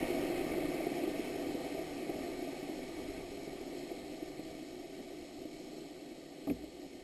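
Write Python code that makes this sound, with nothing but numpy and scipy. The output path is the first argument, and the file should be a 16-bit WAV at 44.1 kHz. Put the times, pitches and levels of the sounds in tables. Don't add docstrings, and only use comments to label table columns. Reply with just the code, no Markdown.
import sys
import numpy as np
from scipy import signal
from scipy.fft import rfft, irfft
from scipy.io import wavfile
from scipy.ndimage import uniform_filter1d

SR = 44100
rng = np.random.default_rng(int(sys.argv[2]) if len(sys.argv) > 2 else 0)


def volts_from_decibels(level):
    exponent = np.asarray(level, float) / 20
    return 10 ** exponent


def waveform_to_disk(signal):
    frames = np.transpose(np.atleast_2d(signal))
    scaled = np.clip(frames, -1, 1) * 32767
    samples = np.round(scaled).astype(np.int16)
    wavfile.write(sys.argv[1], SR, samples)


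N = 310023

# f/Hz, width/Hz, level/dB
HULL_MODES = [(146.7, 17, -14), (168.8, 12, -16), (194.3, 28, -17), (248.8, 14.8, -6), (287.2, 19.2, -1.5),
              (315.7, 34, -5), (355.9, 16.2, -1.5), (395, 22, -5.5)]
# f/Hz, width/Hz, level/dB
PANEL_MODES = [(484, 56, -11.5), (505.2, 43, -5.5), (554, 62, -16), (588, 26, -12.5), (643.7, 51.6, -5),
               (689.5, 9.2, -3), (746, 79, -10.5), (842, 102, -20.5)]
# f/Hz, width/Hz, level/dB
HOUSING_MODES = [(1189, 98, -5.5), (1528, 63, -10), (1838, 66, -5), (1933, 146, -7), (2068, 91, -4.5),
                 (2233, 89, 0.5), (2544, 180, -5), (3075, 350, -11), (3180, 220, -25.5)]
# f/Hz, width/Hz, level/dB
SKIN_MODES = [(3015, 290, -3.5), (3290, 196, -4.5), (3816, 160, -4), (4153, 243, -0.5), (4380, 460, -4),
              (5310, 475, -1.5)]
# t/s, level over hull roar/dB, f/Hz
STRONG_GUSTS = [(0.026, 16, 315), (0.234, 19.5, 322), (0.3, 19.5, 350), (0.466, 14.5, 310),
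                (0.561, 17.5, 353), (0.65, 17.5, 328), (0.784, 15.5, 340), (0.868, 22.5, 350),
                (1.037, 19.5, 339), (1.074, 21.5, 380), (1.193, 19.5, 306), (1.502, 16.5, 310),
                (1.55, 20, 344), (1.79, 20, 327), (2.093, 22, 347), (2.424, 18.5, 318), (2.694, 18.5, 282),
                (2.996, 15, 360), (3.475, 22.5, 330), (3.61, 18, 367), (3.913, 20, 350), (4.225, 22, 333),
                (4.393, 21.5, 308), (4.463, 13, 307), (4.55, 17.5, 294), (1.356, 18, 365),
                (5.004, 19.5, 280), (5.453, 24, 315), (6.637, 21.5, 306), (6.949, 17.5, 280)]
# t/s, gain/dB, half width/s
PRESSURE_SURGES = [
    (0.5, 1.5, 0.16),
    (1.35, 1.5, .2),
    (2.25, 3.5, 0.18),
    (3.15, 9, 0.2),
    (4.55, 4, 0.25),
    (5.64, 2, 0.11),
    (6.4, -1, 0.34),
]
# t/s, held/s, peak/dB, seating/0-1
LATCH_SNAPS = [
    (6.471, 0.027, -33, 0.03),
    (6.4987, 0.019, -29.5, 0.87),
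]
# f/Hz, level/dB, t60 after release/s
LATCH_MODES = [(248, -10, 0.21), (280, 2, .03), (648, -10, .04), (796, -14, 0.0077), (1126, -24.5, 0.053),
               (1230, -22.5, 0.045), (2200, -22, .02)]
# f/Hz, level/dB, t60 before scaling/s
STRUCK_MODES = [(100, -20, 0.14), (166, -13.5, 0.12), (350, -14, 0.025), (383, -9.5, 0.061),
                (480, -11.5, 0.085), (550, -11, 0.024)]
# f/Hz, level/dB
TREBLE_STEP = [(9000, -25), (10100, -12), (10400, -3), (11200, -2.5), (12000, -5.5), (12800, -4),
               (13200, -3.5), (14500, 3)]
# until t/s, ceiling f/Hz
EARLY_CEILINGS = [
    (.7, 14280),
    (1.93, 13500),
]
# t/s, length/s, ceiling f/Hz
CEILING_LIFTS = [(.76, .09, 14300), (.92, .06, 14200), (1.12, .08, 14300), (1.24, .07, 14300),
                 (1.73, .05, 14100), (1.85, .04, 14400), (1.97, .3, 13200), (2.4, .12, 13400),
                 (2.6, .03, 14450), (2.75, .08, 13500), (2.92, .13, 13600), (3.03, .025, 14200),
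                 (6.47, .03, 13600)]


def rms_one(x):
    return x / np.sqrt(np.mean(x ** 2) + 1e-20)


def drift(rate_hz):
    r = np.exp(-40 * np.pi * rate_hz / SR)
    coarse = rng.standard_normal(N // 20 + 2002)
    slow = signal.lfilter([1], [1, -2 * r, r * r], coarse)[2000:]
    return np.interp(np.arange(N) / 20, np.arange(len(slow)), rms_one(slow))


def resonate(x, f_hz, width_hz):
    r = np.exp(-np.pi * width_hz / SR)
    poles = [1, -2 * r * np.cos(2 * np.pi * f_hz / SR), r * r]
    return signal.lfilter(np.array([1, 0, -1]) * (1 - r * r) / 2, poles, x)


def ring(clicks, f_hz, t60_s):
    r = volts_from_decibels(-60 / (t60_s * SR))
    w = 2 * np.pi * f_hz / SR
    return signal.lfilter([0, np.sin(w)], [1, -2 * r * np.cos(w), r * r], clicks + 1e-18)


def fade(start_db, loss_db, time_s):
    return start_db - loss_db * (1 - np.exp(-np.arange(N) / SR / time_s))


def surges():
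    t = np.arange(N) / SR
    return sum(db * np.exp(-((t - at_s) / width_s) ** 2) for at_s, db, width_s in PRESSURE_SURGES)


def rumble(surge_db):
    lumps = rng.standard_normal(N) * volts_from_decibels(2.2 * drift(13.0))
    low = signal.sosfilt(signal.butter(2, [12, 45], "band", fs=SR, output="sos"), lumps)
    low += volts_from_decibels(-3.0) * resonate(lumps, 58.0, 30)
    low += volts_from_decibels(-24.0) * resonate(lumps, 87, 40)
    return volts_from_decibels(fade(-54.5, 25, 8.6) + surge_db) * rms_one(low)


def latch():
    out, t = np.zeros(N), np.arange(8820) / SR
    thuds, cracks = np.zeros((2, N))
    swell = np.sin(np.pi / 2 * np.minimum(t / 0.003, 1)) ** 2
    for at_s, held_s, peak_db, seating in LATCH_SNAPS:
        overtone_db = 1.5 - 7.5 * seating
        body_db = -3 + 6.5 * seating
        at = round(at_s * SR)
        thuds[at] = volts_from_decibels(-68.5 + 25.5 * seating)
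        cracks[at] = volts_from_decibels(-55 + 13 * seating)
        modes = []
        for f_hz, db, t60_s in LATCH_MODES:
            drive_s = held_s * min(1, (500 / f_hz) ** 1.66)
            modes.append((f_hz, db + overtone_db * (f_hz > 400), t60_s, drive_s))
        for f_hz, db, t60_s in STRUCK_MODES:
            modes.append((f_hz, db + body_db, 1.93 * t60_s, 0.005))
        for f_hz, level_db, t60_s, drive_s in modes:
            shape = swell * volts_from_decibels(-60 * np.maximum(t - drive_s, 0) / t60_s)
            tone = np.sin(2 * np.pi * (f_hz * t + 0.35 * rng.random()))
            out[at:at + len(t)] += volts_from_decibels(peak_db + level_db) * shape * tone
    crack_s = 0.0053
    dying = signal.lfilter([1], [1, -np.exp(-1 / (crack_s * SR))], cracks + 1e-18)
    crack = resonate(resonate(rng.standard_normal(N) * dying, 2070, 420), 2800, 3000)
    soft = signal.lfilter([0.02], [1, -0.98], thuds)
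    return out + ring(soft, f_hz=59, t60_s=0.8) + 7.6 * crack


def shaken(modes, buffet_db, own_db, skirt):
    white, out = rng.standard_normal(N), np.zeros(N)
    for k, (f_hz, width_hz, level_db) in enumerate(modes):
        push = np.roll(white, 9001 * k) * volts_from_decibels(buffet_db + own_db * drift(9.0))
        out += volts_from_decibels(level_db) * resonate(resonate(push, f_hz, width_hz), f_hz, skirt * width_hz)
    return rms_one(out)


def skin(buffet):
    return volts_from_decibels(fade(-54.5, 35, 30.5)) * shaken(SKIN_MODES, 0.38 * buffet, own_db=0.98, skirt=7.2)


def housing(buffet, surge_db):
    level_db = fade(-47, 27.7, 6.58) + 0.12 * surge_db
    return volts_from_decibels(level_db) * shaken(HOUSING_MODES, 0.5 * buffet, own_db=1.3, skirt=14.7)


def hull(buffet, hull_db):
    t = np.arange(N) / SR
    roar = volts_from_decibels(hull_db) * shaken(HULL_MODES, 1.25 * buffet, own_db=0.62, skirt=3.8)
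    panel_db = hull_db - 8.0 + 4.34 * np.exp(-t / 5.3) - 0.088 * t
    return roar + volts_from_decibels(panel_db) * shaken(PANEL_MODES, 0.82 * buffet, own_db=1.0, skirt=2.38)


def knocks(rows, swell_s, t60_s):
    out, t = np.zeros(N + 4410), np.arange(4410) / SR
    shape = (1 - np.exp(-t / swell_s)) ** 2 * volts_from_decibels(-60 * t / t60_s)
    shape /= shape.max()
    for (at_s, peak_db, f_hz), (phase, colour) in zip(rows, rng.random((len(rows), 2))):
        tone = np.sin(2 * np.pi * (f_hz * t + phase))
        tone += 0.2 * np.sin(2 * np.pi * (1.21 * f_hz * t + colour))
        tone += 0.29 * colour * np.sin(2 * np.pi * (2.0 * f_hz * t + colour))
        at = round(at_s * SR)
        out[at:at + len(t)] += volts_from_decibels(peak_db - 7.0) * tone * shape
    return out[:N]


def gusts(hull_db, weak_count):
    at_s = rng.uniform(0, N / SR - 0.01, weak_count)
    spread = rng.standard_normal((weak_count, 2))
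    weak = np.c_[at_s, 14.5 + 1.5 * spread[:, 0], 315 + 32 * spread[:, 1]]
    rows = [(s, db + hull_db[int(s * SR)], f_hz) for s, db, f_hz in [*STRONG_GUSTS, *weak]]
    return knocks(rows, swell_s=0.0011, t60_s=0.043)


def scene():
    surge_db = surges()
    hull_db = fade(-37, 22.14, 6.76) + 0.098 * surge_db
    buffet = 0.57 * drift(52.0) + 0.48 * drift(3.2)
    mix = rumble(surge_db) + latch()
    mix += skin(buffet) + housing(buffet, surge_db)
    mix += hull(buffet, hull_db) + gusts(hull_db, weak_count=30)
    return mix[None]


def sample_and_hold(x, rate_hz):
    x = signal.sosfilt(signal.butter(8, 5750, fs=SR, output="sos"), x)
    sampled = x * (1 + 2 * np.cos(2 * np.pi * rate_hz * np.arange(N) / SR))
    droop = np.sinc(np.fft.rfftfreq(N, 1 / SR) / rate_hz)
    return irfft(rfft(sampled) * droop, N)


def converter_noise(x):
    level = np.sqrt(uniform_filter1d(x ** 2, size=44100))
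    return volts_from_decibels(-33) * level * rng.standard_normal(N)


def thin_treble(x, size=1024):
    n, k = np.arange(2 * size), np.arange(420, size)
    basis = np.sqrt(2 / size) * np.sin(np.pi * (n + 0.5) / (2 * size))
    basis = basis * np.cos(np.pi / size * np.outer(k + 0.5, n + 0.5 + size / 2))
    padded = np.pad(x, (size, 2 * size))
    starts = np.arange(0, N + size, size)
    lines = padded[starts[:, None] + n] @ basis.T
    f_hz, t_s = (k + 0.5) * SR / (2 * size), starts / SR

    lowest_ceiling_hz = 12900
    treble = np.sqrt(np.mean(lines[:, f_hz < lowest_ceiling_hz] ** 2, axis=1) + 1e-18)
    wander_db = uniform_filter1d(rng.normal(0, 2.5, len(t_s)), size=3)
    treble = uniform_filter1d(treble, size=5) * volts_from_decibels(wander_db)
    step = np.outer(treble, volts_from_decibels(np.interp(f_hz, *np.transpose(TREBLE_STEP))))

    ceiling_hz = np.full(len(t_s), float(lowest_ceiling_hz))
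    early = [(0, until_s, top_hz) for until_s, top_hz in EARLY_CEILINGS]
    for start_s, length_s, top_hz in early + list(CEILING_LIFTS):
        lifted = (t_s >= start_s) & (t_s <= start_s + length_s)
        ceiling_hz = np.where(lifted, np.maximum(ceiling_hz, top_hz), ceiling_hz)
    ceiling_hz += rng.normal(0, 80, len(t_s))

    kept = step * np.trunc(lines / step + 0.46 * np.sign(lines)) * (f_hz < ceiling_hz[:, None])
    np.add.at(padded, starts[:, None] + n, (kept - lines) @ basis)
    return padded[size:size + N]


def low_pass(x):
    return signal.sosfilt(signal.butter(12, 14940, fs=SR, output="sos"), x)


def record(dry):
    held = sample_and_hold(dry[0], rate_hz=12000)
    held += converter_noise(held)
    return low_pass(thin_treble(held)[None])


dry = scene()
out = record(dry)
waveform_to_disk(out)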